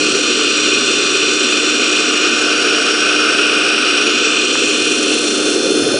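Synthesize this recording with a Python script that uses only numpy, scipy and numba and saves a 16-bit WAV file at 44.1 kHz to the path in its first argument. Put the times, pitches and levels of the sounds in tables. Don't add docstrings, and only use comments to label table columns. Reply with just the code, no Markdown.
import sys
import numpy as np
from scipy import signal
from scipy.fft import rfft, irfft, next_fast_len
from scipy.io import wavfile
from scipy.ndimage import uniform_filter1d
from numba import njit

SR = 44100
rng = np.random.default_rng(int(sys.argv[2]) if len(sys.argv) > 2 else 0)


def inscribe(sig):
    pcm = np.round(np.clip(np.atleast_2d(sig).T, -1, 1) * 32767)
    wavfile.write(sys.argv[1], SR, pcm.astype(np.int16))


N = 264159
T = np.arange(N) / SR
FFT_LENGTH = next_fast_len(N, True)
HZ = np.maximum(np.fft.rfftfreq(FFT_LENGTH, 1 / SR), 1)


def undb(db):
    return 10 ** (np.asarray(db) / 20)


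def walk(rate):
    draws = rng.standard_normal(int(T[-1] * rate) + 3)
    steps = uniform_filter1d(np.repeat(draws, 8), 8)
    smooth = uniform_filter1d(steps, 8)
    return 1.3 * np.interp(T * rate * 8, np.arange(len(steps)), smooth)


def flutter(rate):
    quick = walk(rate)
    return quick - uniform_filter1d(quick, int(4 * SR / rate))


def plateau(times):
    return np.interp(T, times, (0, 1, 1, 0))


def shaped(x, gain):
    return irfft(rfft(x, FFT_LENGTH) * gain, FFT_LENGTH)[:N]


def stack(phase, orders, waver_db, rate):
    total = 0
    for order, level_db in orders:
        amplitude = np.sqrt(2) * undb(level_db + waver_db * walk(rate))
        total = total + amplitude * np.cos(order * phase + 2 * np.pi * rng.random())
    return total


def camera_shares():
    # time in seconds, share along the hose, share past the mouth.
    path = [(0, 0.08, 0.29), (.5, 0.21, 0), (1.5, 0.22, 0.07), (2, 0.55, 0), (2.8, 0.99, 0.05),
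            (3.6, 0.99, .05), (4, 0.73, .04), (4.6, .07, 0.35), (5.2, 0.01, 0.56), (5.8, 0.09, 0.89),
            (5.99, 0.08, 0.85)]
    s, *shares = np.transpose(path)
    return [np.clip(np.interp(T, s, share), 0, 1) for share in shares]


def flow(boom_db):
    foot_hz, boom_hz, treble_hz = 200, 750, 6300
    roar_hz, roar_width_hz, roar_db = 2900, 650, 2.5
    roar_s = (3.65, 3.9, 4.8, 5.4)
    white = rng.standard_normal(N) * np.sqrt(SR / 2)
    water = shaped(white, 1 / np.sqrt(1 + (foot_hz / HZ) ** 4))
    boom = shaped(water, 1 / (1 + (HZ / boom_hz) ** 4))
    roar = shaped(water, np.exp(-((HZ - roar_hz) / roar_width_hz) ** 4))
    treble = shaped(water, 1 / (1 + (treble_hz / HZ) ** 8))
    roar_gain = undb(roar_db * plateau(roar_s) + 1.03 * flutter(11))
    middle = water - boom - treble + roar * (roar_gain - 1)
    middle_db = 0.8 * flutter(21.97) + 1.03 * flutter(80)
    treble_db = 0.44 * middle_db + 2.0 * flutter(120) + 0.8 * flutter(9)
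    hiss = middle * undb(middle_db) + treble * undb(treble_db)
    return boom * undb(boom_db + 1.1 * flutter(50)) + hiss


def vane_phase():
    free_hz, sag_hz = 354.06, 0.5
    sag_s = (2.9, 3.3, 4.65, 5.45)
    rate_hz = free_hz - sag_hz * plateau(sag_s) + 0.0598 * walk(3.05)
    return 2 * np.pi * np.cumsum(rate_hz) / SR


def faint_whine(vane):
    # multiple of the vane rate, level in dB over one hertz of flow noise (ahead of the resonances).
    faint = [(2, 19.5), (3, 16), (4, 10), (5, 10.5), (6, 14.5), (9, 18), (11, 17), (15, 11.5), (17, 3.5),
             (18, -4), (19, 16), (20, 3.5), (21, 9), (22, 10.5), (23, 13.5), (24, 20.5), (26, 20.5),
             (27, 23), (28, 17.5)]
    return stack(vane, faint, waver_db=1.5, rate=2.4)


def body(x, along, past):
    # centre in Hz, half-width to -6 dB in Hz,
    # gain in dB at the mouth, gain in dB along the hose, gain in dB past the mouth.
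    resonances = [(252, 26, -41.5, -55, -48.5), (277, 94.7, -48, -47, -42),
                  (385.5, 58.8, -39.5, -42.5, -36.5), (450, 54, -49, -46, -41),
                  (536, 29, -51.5, -60, -75.5), (673, 160, -83, -57, -74), (1192, 83, -49.5, -50.5, -66),
                  (1322, 100, -51, -46.5, -55), (1462, 117, -50.5, -44, -54), (1792, 145, -58, -57, -64),
                  (2127, 120, -58, -57, -69), (2495, 121, -43.5, -43, -61), (2702, 178, -46, -46.5, -55),
                  (2967, 150, -48.5, -47.5, -65), (3130, 240, -50, -52.5, -58), (3485, 200, -54, -57, -54),
                  (4007, 184, -49.5, -52.5, -74), (4164, 102, -49.5, -58.5, -53),
                  (4590, 200, -55.5, -56, -64), (4870, 210, -59, -65, -62.5), (5320, 230, -81, -50, -54),
                  (5735, 217, -47, -51.5, -57.5), (6330, 140, -63.5, -61, -51),
                  (6794, 175, -53, -54, -70.5), (7240, 260, -54, -61, -58.5),
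                  (7930, 270, -57.5, -56.5, -60.5), (8264, 270, -58.5, -63.5, -62),
                  (9230, 220, -69.5, -73.5, -67), (9336, 190, -62, -65.5, -58),
                  (9750, 170, -66, -70.5, -59)]
    hz, width, *views_db = np.transpose(resonances)
    centre, half_width = hz[:, None], width[:, None]
    detuning = (HZ / centre - centre / HZ) * centre / (2 * half_width)
    power = 1 / (1 + detuning ** 2) ** 2
    mouth, side, behind = (shaped(x, np.sqrt(undb(db) ** 2 @ power)) for db in views_db)
    return np.clip(1 - along - past, 0, 1) * mouth + along * side + past * behind


@njit
def band(x, hz, width):
    y = np.empty(len(x))
    band_state, low_state = 0., 0.
    for i in range(len(x)):
        g = np.tan(np.pi * hz[i] / SR)
        damping = width / hz[i]
        v = (band_state + g * (x[i] - low_state)) / (1 + g * (g + damping))
        band_state = 2 * v - band_state
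        low_state = low_state + 2 * g * v
        y[i] = damping * v
    return y


def echo_dip(x):
    # time in seconds, centre in Hz, depth from 0 to 1 (whole cancellation at the centre).
    dip = [(0, 9600, .4), (2, 9250, 0.38), (2.8, 7380, 0.48), (4, 7100, .7), (4.12, 8400, 0.6),
           (4.25, 9400, 0.8), (4.6, 9800, 0.54), (4.9, 10200, .02), (5.5, 8050, 0.05), (5.99, 8000, 0.64)]
    s, hz, depth = np.transpose(dip)
    cancelled = band(x, np.interp(T, s, hz), 2200.)
    return x - np.clip(np.interp(T, s, depth), 0, 1) * cancelled


def loud_whine(vane, views):
    # multiple of the vane rate, rms level in dB at the mouth, along the hose and past the mouth,
    # all before drift and fades.
    loud = [(7, -28.5, -25.5, -32), (8, -28.5, -26.5, -35.5), (10, -25, -30, -30.5), (12, -26, -37, -29),
            (13, -33, -31.5, -40), (14, -32.5, -42, -43), (16, -33, -31.5, -38.5)]
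    # centre in seconds, multiple of the vane rate, depth in dB,
    # half-length in seconds (to 1/e of the depth).
    fades = [(.05, 10, -6, 0.18), (2.6, 7, -10.5, .4), (2.6, 10, -2, 0.38), (3.6, 12, -12, 0.31),
             (4.85, 13, -8, 0.22), (5.3, 7, -12, 0.24), (5.7, 8, -5, .35)]
    orders = []
    for order, *views_db in loud:
        level_db = views_db @ views + 0.8 * walk(2.37)
        for s, faded_order, depth_db, half in fades:
            if faded_order == order:
                level_db = level_db + depth_db * np.exp(-((T - s) / half) ** 2)
        orders.append((order, level_db))
    return stack(vane, orders, waver_db=1.02, rate=8)


def motor_hum(views):
    # multiple of the hum rate, rms level in dB at the mouth, along the hose and past the mouth,
    # all before drift.
    hum = [(1, -26.5, -26, -21), (2, -49, -36.5, -63.5), (5, -35.5, -29, -39.5)]
    hum_hz = 303.3
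    orders = [(order, views_db @ views + 0.7 * walk(2.37)) for order, *views_db in hum]
    return stack(2 * np.pi * hum_hz * T, orders, waver_db=1.02, rate=8)


def swells():
    # time of the top in seconds, change in dB of rumble, of boom and of drone,
    # rise in seconds, fall in seconds.
    bells = [(0, 13.5, .5, -7, .1, .2), (.8, 0, 0.1, 9.5, .4, 0.49), (4.7, 2, -1.5, 3.5, 0.53, .6),
             (5.58, 2, 2.2, .1, .08, 0.11), (5.92, 20, 1.5, 2, 0.19, .08)]
    total_db = 0
    for s, *changes_db, rise, fall in bells:
        bell = np.exp(-((T - s) / np.where(T < s, rise, fall)) ** 2)
        total_db = total_db + np.outer(changes_db, bell)
    return total_db


def water_rumble(swell_db):
    # frequency in Hz, relative level in dB per Hz.
    spectrum = [(40, -40), (75, -15.5), (105, -2.5), (140, -0.5), (190, -5.5), (260, -24.5), (400, -62)]
    hz, db = np.transpose(spectrum)
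    rumble = shaped(rng.standard_normal(N), undb(np.interp(np.log(HZ), np.log(hz), db)))
    return rumble * undb(-49 + swell_db) / np.std(rumble)


def microphone_noise():
    mic = shaped(rng.standard_normal(N), 1 / (1 + (HZ / 70) ** 2))
    return mic * undb(-47) / np.std(mic)


def low_drone(swell_db):
    drone_hz = 132.2 + 0.53 * walk(3.6)
    drone = np.sqrt(2) * np.sin(2 * np.pi * np.cumsum(drone_hz) / SR)
    return drone * undb(-51.5 + swell_db)


def grain_ticks():
    # time of the peak in seconds, peak level in dB, centre frequency in Hz.
    ticks = [(.394, -15, 900), (4.5556, -4, 1250)]
    out = np.zeros(N)
    for s, db, hz in ticks:
        u = (np.pi * hz * (T - s)) ** 2
        out += undb(db) * (1 - 2 * u) * np.exp(-u)
    return out


def bubble_rings():
    # start in seconds, level in dB before attack and decay, starting pitch in Hz,
    # time to decay by 60 dB in seconds.
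    bubbles = [(5.656, -8, 481, 0.09), (5.939, -6.5, 531, 0.096)]
    out = np.zeros(N)
    for s, db, hz, t60 in bubbles:
        age = np.maximum(T - s, 0)
        attack = np.minimum(age / 0.0049, 1)
        decay = 1000. ** (-age / t60)
        out += undb(db) * attack * decay * np.sin(2 * np.pi * hz * age * (1 + 2.56 * age))
    return out


def scene():
    # flow gain in dB at the mouth, along the hose and past the mouth.
    flow_db = (-2.5, -1.54, -1.15)
    along, past = camera_shares()
    views = np.array([np.clip(1 - along - past, 0, 1), along, past])
    views = views / views.sum(axis=0)
    rumble_db, boom_db, drone_db = swells()
    vane = vane_phase()
    rush = flow(boom_db) + faint_whine(vane)
    hose = echo_dip(undb(flow_db @ views) * body(rush, along, past))
    machines = loud_whine(vane, views) + motor_hum(views)
    deep = water_rumble(rumble_db) + microphone_noise() + low_drone(drone_db)
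    return (hose + machines + deep + grain_ticks() + bubble_rings())[None]


def record(dry):
    ceiling, bass_hz, top_hz = 0.86, 150, 10080
    rounded = dry / (1 + (dry / ceiling) ** 6) ** (1 / 6)
    thin = signal.sosfilt(signal.butter(1, bass_hz, "high", fs=SR, output="sos"), rounded)
    return signal.sosfilt(signal.ellip(14, .3, 100, top_hz, fs=SR, output="sos"), thin)


dry = scene()
out = record(dry)
inscribe(out)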